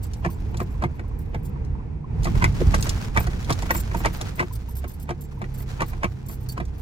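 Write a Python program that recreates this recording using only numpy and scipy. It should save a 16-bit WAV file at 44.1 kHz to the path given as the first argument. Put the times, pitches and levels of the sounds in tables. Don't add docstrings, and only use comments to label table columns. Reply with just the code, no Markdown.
import sys
import numpy as np
from scipy import signal
from scipy.fft import rfft, irfft, next_fast_len
from scipy.io import wavfile
from scipy.ndimage import uniform_filter1d

SR = 44100
rng = np.random.default_rng(int(sys.argv[2]) if len(sys.argv) > 2 else 0)


def dump_mix(stems):
    frames = np.atleast_2d(stems).T
    limited = np.clip(frames, -1, 1)
    pcm = np.round(limited * 32767).astype(np.int16)
    wavfile.write(sys.argv[1], SR, pcm)


N = 300321
BODY_LAG_S, LOAD_LAG_S, KEYS_LAG_S = .00018, .000276, -.000205

# frequency in Hz, relative level in dB.
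BOOM_SPECTRUM = [(20, -17.5), (45, -1), (98, -6.5), (159, -11), (278, -20.5), (390, -25.5), (455, -23),
                 (555, -35), (620, -35.5), (850, -31.5), (1010, -36), (1100, -40), (1400, -44),
                 (2500, -45.5), (3100, -56), (9000, -67.5), (16000, -100)]
# time in seconds, boom gain in dB, rustle level in dB.
RIDE = [(0, -31.5, -54), (.75, -27.5, -57.5), (1.1, -32, -61.5), (1.7, -24.5, -78), (2.05, -33.5, -87),
        (2.2, -21, -52.5), (2.4, -15.5, -36.5), (2.52, -20.5, -45.5), (2.68, -15, -38.5), (2.9, -25, -32.5),
        (3.1, -24.5, -44), (3.5, -24.5, -40), (4.3, -30, -42), (4.5, -38, -51.5), (5.4, -35.5, -59),
        (5.75, -34.5, -45), (5.95, -34, -52), (6.81, -35.5, -58)]
def body_boom():
    boom_db, _ = curves(RIDE)
    hum = diffuse_noise(BOOM_SPECTRUM, undb(1.6 * wander(12)))
    bass = signal.sosfilt(signal.butter(2, 230, fs=SR, output="sos"), hum)
    return bass * undb(boom_db) + (hum - bass) * undb(-15 + .52 * boom_db)


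# frequency in Hz, level in dB, time to fade 60 dB in seconds.
PLASTIC_MODES = [(480, -19, .07), (720, 1, .06), (940, 0, .055), (1080, -1, .07), (1230, -4, .045),
                 (1550, 0, .04), (1960, 3, .03), (2250, -2, .03)]
def plastic_ring(t, centre_hz):
    gain, detune = rng.standard_normal((2, len(PLASTIC_MODES)))
    octaves_off = np.abs(np.log2(np.transpose(PLASTIC_MODES)[0] / centre_hz))
    damping = .92 * np.exp(-t / .005) + .08
    clean = ring(PLASTIC_MODES, 1.5 * gain - 11 * octaves_off, .02 * detune, t) * damping
    push = np.hanning(int(.00035 * SR))
    clean = np.convolve(clean * np.minimum(t / .0008, 1), push)[:len(t)]
    broad = ring(PLASTIC_MODES, .5 * gain - 3 * octaves_off, .04 * detune, t) * np.exp(-t / .004)
    return clean, broad


# start in seconds, level in dB, centre of the clack in Hz.
LOAD_HITS = [(0.2474, -16.5, 1110), (.259, -19, 900), (0.543, -27, 1010), (.602, -16.5, 1160),
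             (0.615, -23, 730), (0.822, -18, 1120), (0.837, -17, 850), (.994, -27, 1780),
             (1.345, -20.5, 850), (2.255, -16, 1150), (2.269, -18.5, 680), (2.352, -21.5, 1100),
             (2.422, -12, 1370), (2.441, -6, 1870), (2.617, -22.5, 905), (2.741, -10.5, 1360),
             (2.867, -21.5, 850), (3.163, -11.5, 1050), (3.172, -8, 1600), (3.205, -19.5, 1010),
             (3.271, -20, 1000), (3.332, -29.5, 1910), (3.495, -12.5, 980), (3.503, -11, 696),
             (3.626, -22.5, 900), (3.706, -7, 1780), (3.749, -16, 1110), (3.914, -29.5, 1500),
             (3.9465, -16, 890), (4.004, -23.5, 800), (4.047, -12, 1900), (4.057, -7.5, 1100),
             (4.066, -18, 1100), (4.21, -24, 805), (4.394, -11.5, 1964), (4.402, -12, 980),
             (4.425, -19, 945), (4.841, -25, 1290), (5.091, -20, 1220), (5.105, -19.5, 820),
             (5.416, -21.5, 1110), (5.44, -29, 1908), (5.603, -31.5, 1130), (5.805, -13, 1740),
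             (5.818, -11.5, 985), (5.932, -27.5, 1530), (6.032, -14, 1430), (6.042, -12, 960),
             (6.296, -33, 1250), (6.577, -18.5, 1070), (6.6, -21.5, 956)]
def load_knocks(lead_in_s=.03):
    out, t, last_s = np.zeros((2, N)), seconds(.15), 0
    for s, db, centre_hz in LOAD_HITS:
        chatter, crack = contact(t)
        clean, broad = plastic_ring(t, centre_hz)
        ragged = signal.fftconvolve(broad, chatter)[:len(t)]
        clack = peak(clean, db) + peak(ragged, db - 2)
        if s - last_s > lead_in_s:
            swell = rng.standard_normal(len(t)) * (t / lead_in_s) ** 2 * (t < lead_in_s)
            lead_in = signal.fftconvolve(broad, swell)[:len(t)]
            place(out, s - lead_in_s, peak(lead_in, db - 13), LOAD_LAG_S)
        crack = peak(crack, db + max(1.3 * db - 1, -16))
        thump = peak(floor_thump(t), min(db - 1, -17.5))
        place(out, s, clack + crack + thump, LOAD_LAG_S)
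        last_s = s
    return out


def contact(t):
    grit, hiss, spread = rng.standard_normal((3, len(t)))
    decay = np.exp(-t / .0029) + .12 * np.exp(-(t / .022) ** 2)
    chatter = np.minimum(t / .004, 1) * grit * np.exp(.57 * spread) * decay
    snap = 6 * np.minimum(t / .0006, 1) * hiss * (np.exp(-t / .003) + .35 * np.exp(-t / .011))
    bright = signal.butter(1, [2600, 9000], "bandpass", fs=SR, output="sos")
    return chatter, signal.sosfilt(bright, signal.sosfilt(bright, chatter + snap))


# start in seconds, level in dB.
SNAP_HITS = [(0.134, -30.5), (1.648, -44.5), (0.57, -28), (2.232, -29), (2.244, -19), (2.523, -40),
             (2.711, -43), (2.745, -16), (2.781, -30), (2.825, -16.5), (2.868, -25.5), (2.892, -13.5),
             (3.268, -26), (3.426, -38), (3.445, -30.5), (3.503, -16.5), (3.525, -13), (3.594, -38),
             (3.622, -26.5), (4.212, -16.5), (6.652, -40)]
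def snaps():
    out, t = np.zeros((2, N)), seconds(.15)
    for s, db in SNAP_HITS:
        _, crack = contact(t)
        place(out, s, peak(crack, db), LOAD_LAG_S)
    return out


# frequency in Hz, level in dB, time to fade 60 dB in seconds.
FLOOR_MODES = [(124.5, -1, 0.1), (178, 3, 0.06), (250, -3, .05), (345, -3, 0.075), (455, -12, .07)]
def floor_thump(t, db_per_octave=0, rise_s=.016):
    gain, detune = rng.standard_normal((2, len(FLOOR_MODES)))
    hz = np.transpose(FLOOR_MODES)[0]
    tilt_db = db_per_octave * np.log2(hz / hz[0])
    return ring(FLOOR_MODES, 2 * gain + tilt_db, .028 * detune, t) * np.minimum(t / rise_s, 1) ** 2


def heavy_drop():
    out, t = np.zeros((2, N)), seconds(.15)
    for s, db in (2.603, -18), (2.614, -11):
        thud = floor_thump(t, db_per_octave=8, rise_s=.0021) * np.exp(-t / .056)
        place(out, s, peak(thud, db), BODY_LAG_S)
    return out


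# multiple of the firing rate, level in dB against the firing tone.
LOPE_ORDERS = [(.5, -7), (1.5, -7.5)]
# time in seconds, firing rate in Hz, firing tone level in dB, octave level in dB.
ENGINE_DRONE = [(0, 70, -37, -64), (1.3, 72.6, -35.5, -47.5), (2.1, 76.04, -64, -39),
                (2.6, 65.2, -36, -39.5), (3.3, 61.2, -35.5, -42.5), (4.25, 48.58, -38, -53),
                (4.56, 55.1, -38.5, -36.5), (4.68, 61.2, -33.5, -47.5), (5.0, 72.4, -37.5, -41),
                (5.3, 70.97, -35.5, -45), (5.55, 65.4, -34, -34.5), (6.0, 62.64, -35, -36.5),
                (6.3, 66.04, -38.5, -36), (6.61, 62.74, -32, -36.5), (6.81, 61.85, -39, -63)]
def engine():
    firing_hz, firing_db, octave_db = curves(ENGINE_DRONE)
    phase = 2 * np.pi * np.cumsum(firing_hz * (1 + .01916 * wander(14))) / SR
    orders = [(1, firing_db), (2, octave_db)] + [(order, firing_db + db) for order, db in LOPE_ORDERS]
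    drone = np.zeros(N)
    for order, db in orders:
        level = undb(db + 5 * wander(7) + 5 * wander(25))
        drone += level * np.sin(order * phase + rng.uniform(0, 2 * np.pi))
    return ports(np.sqrt(2) * drone, BODY_LAG_S)


# frequency in Hz, relative level in dB.
RUSTLE_SPECTRUM = [(250, 5.5), (700, 7.5), (1500, 6), (3000, -0.5), (6500, -4.5), (11000, -14.5),
                   (14500, -15)]
def rustle():
    _, rustle_db = curves(RIDE)
    grains = undb(5.5 * wander(700) + 5.5 * wander(70) + 2.5 * wander(14))
    return undb(rustle_db) * diffuse_noise(RUSTLE_SPECTRUM, grains)


# frequency in Hz, level in dB, time to fade 60 dB in seconds.
KEY_MODES = [(4520, -17, .05), (7370, -8, .08), (8310, -6, .045), (11600, 0, .05), (12900, -10, .035),
             (13600, -5, .035), (14640, -1, .04)]
# start in seconds, level in dB.
KEY_SHAKES = [(0.027, -30.5), (0.301, -33.5), (0.594, -37), (1.186, -37), (1.43, -42), (1.4507, -36),
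              (2.806, -23), (3.192, -22.5), (3.71, -20), (3.745, -23.5), (3.762, -22), (3.966, -30.5),
              (4.128, -33), (4.354, -35), (4.5237, -29), (4.6844, -34.5), (4.752, -29), (4.876, -34.5),
              (4.934, -39), (4.996, -34), (5.2071, -32.5), (5.539, -35), (5.583, -34.5), (5.86, -33.5),
              (6.259, -37.5), (6.283, -29.5), (6.323, -33), (6.403, -42.5), (6.4858, -25), (6.779, -43)]
def keys(faint_db=-49, rest_s=(1.5, 2.2)):
    out, t = np.zeros((2, N)), seconds(.07)
    bright = signal.butter(1, [3500, 15800], "bandpass", fs=SR, output="sos")
    faint = [(s, db) for s, db in scatter(48, faint_db, range_db=9) if not rest_s[0] < s < rest_s[1]]
    for s, db in KEY_SHAKES + faint:
        shake = np.zeros(int(.16 * SR))
        clinks = 8 if db > faint_db else 3
        for lateness in np.r_[0, rng.random(clinks - 1)]:
            gain, detune, force = rng.standard_normal((3, len(KEY_MODES)))
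            scrape = rng.standard_normal(len(t)) * np.exp(-t / .0061) * np.minimum(t / .0056, 1)
            metal = ring(KEY_MODES, 5 * gain, .006 * detune, t) * np.minimum(t / .0015, 1)
            clink = metal + 1.8 * signal.sosfilt(bright, scrape)
            at = int(lateness * .04 * SR)
            shake[at:at + len(t)] += clink * undb(4 * force[0] - 7 * lateness)
        place(out, s, peak(shake, db) * signal.windows.tukey(len(shake), .04), KEYS_LAG_S)
    return out


# start in seconds, level in dB.
TRIM_TICKS = [(0.288, -32.5), (0.748, -37), (4.507, -40), (1.111, -40), (1.559, -35.5), (1.751, -35),
              (2.041, -35)]
def trim_ticks():
    out, t = np.zeros((2, N)), seconds(.06)
    panel = signal.butter(2, [930, 1090], "bandpass", fs=SR, output="sos")
    for s, db in TRIM_TICKS + scatter(45, top_db=-39, range_db=11):
        tick = signal.sosfilt(panel, rng.standard_normal(len(t)) * np.exp(-t / .004))
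        place(out, s, peak(tick, db), LOAD_LAG_S)
    return out


def metal_ping(start_s=6.488, db=-37, hz=4520):
    out, t = np.zeros((2, N)), seconds(.15)
    mode = np.sin(2 * np.pi * hz * t) * fade(t, t60=.07) * np.minimum(t / .018, 1)
    place(out, start_s, peak(mode, db), KEYS_LAG_S)
    return out


def cab_reflections(x, t60=.04):
    t = seconds(t60)
    tail = rng.standard_normal((2, len(t))) * fade(t, t60)
    tail = signal.sosfilt(signal.butter(1, 150, "highpass", fs=SR, output="sos"), tail)
    tail /= np.sqrt((tail ** 2).sum() / 2)
    return signal.fftconvolve(x[None], tail, axes=1)[:, :len(x)]


def place(out, s, sound, lag_s, cab_db=-4):
    at = int(s * SR)
    heard = (ports(sound, lag_s) + undb(cab_db) * cab_reflections(sound)) / np.sqrt(1 + undb(2 * cab_db))
    out[:, at:at + len(sound)] += heard[:, :N - at]


# frequency in Hz, share of the power common to both ports.
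PORT_LIKENESS = [(60, 0.96), (130, 0.94), (300, 0.21), (1000, 0.14), (4000, 0.32)]
def diffuse_noise(colour, envelope):
    size = next_fast_len(N)
    hz = np.fft.rfftfreq(size, 1 / SR)
    share = np.clip(across(PORT_LIKENESS, hz), 0, 1)
    common, left, right = rfft(rng.standard_normal((3, N)) * envelope, size) * undb(across(colour, hz))
    sides = np.array([irfft(np.sqrt(1 - share) * side, size)[:N] for side in (left, right)])
    noise = ports(irfft(np.sqrt(share) * common, size)[:N], BODY_LAG_S) + sides
    return noise / np.sqrt(np.mean(noise ** 2))


def ports(x, lag_s):
    size = next_fast_len(len(x) + 64)
    delay = np.exp(-2j * np.pi * np.fft.rfftfreq(size, 1 / SR) * lag_s)
    return np.array([irfft(rfft(x, size) * delay, size)[:len(x)], x])


def ring(modes, gain_db, detune, t):
    hz, db, t60 = np.transpose(modes)[:, :, None]
    tones = np.sin(2 * np.pi * hz * (1 + detune[:, None]) * t) * fade(t, t60)
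    return (undb(db + gain_db[:, None]) * tones).sum(axis=0)


def scatter(count, top_db, range_db):
    return [(when * N / SR, top_db - range_db * softness) for when, softness in rng.random((count, 2))]


def wander(rate):
    hold = int(SR / rate)
    steps = np.repeat(rng.standard_normal(N // hold + 1), hold)
    return .59 * uniform_filter1d(uniform_filter1d(steps, hold), hold)[:N]


def curves(table):
    s, *columns = np.transpose(table)
    return [np.interp(np.arange(N) / SR, s, column) for column in columns]


def across(table, hz):
    at, value = np.transpose(table)
    return np.interp(np.log(np.maximum(hz, 1)), np.log(at), value)


def fade(t, t60):
    return np.exp(-np.log(1000) * t / t60)


def peak(x, db):
    return x * undb(db) / np.abs(x).max()


def seconds(length_s):
    return np.arange(int(length_s * SR)) / SR


def undb(db):
    return 10 ** (np.asarray(db) / 20)


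def scene():
    loose_things = load_knocks() + snaps() + heavy_drop() + trim_ticks() + keys() + metal_ping()
    return engine() + body_boom() + rustle() + loose_things


def record(dry):
    bass = signal.sosfilt(signal.butter(1, 220, fs=SR, output="sos"), dry)
    bass_gain = undb([[-1.6], [1.6]])
    rounded = np.tanh(dry + (bass_gain - 1) * bass)
    return signal.sosfilt(signal.ellip(10, .2, 80, 15900, fs=SR, output="sos"), rounded)


dry = scene()
out = record(dry)
dump_mix(out)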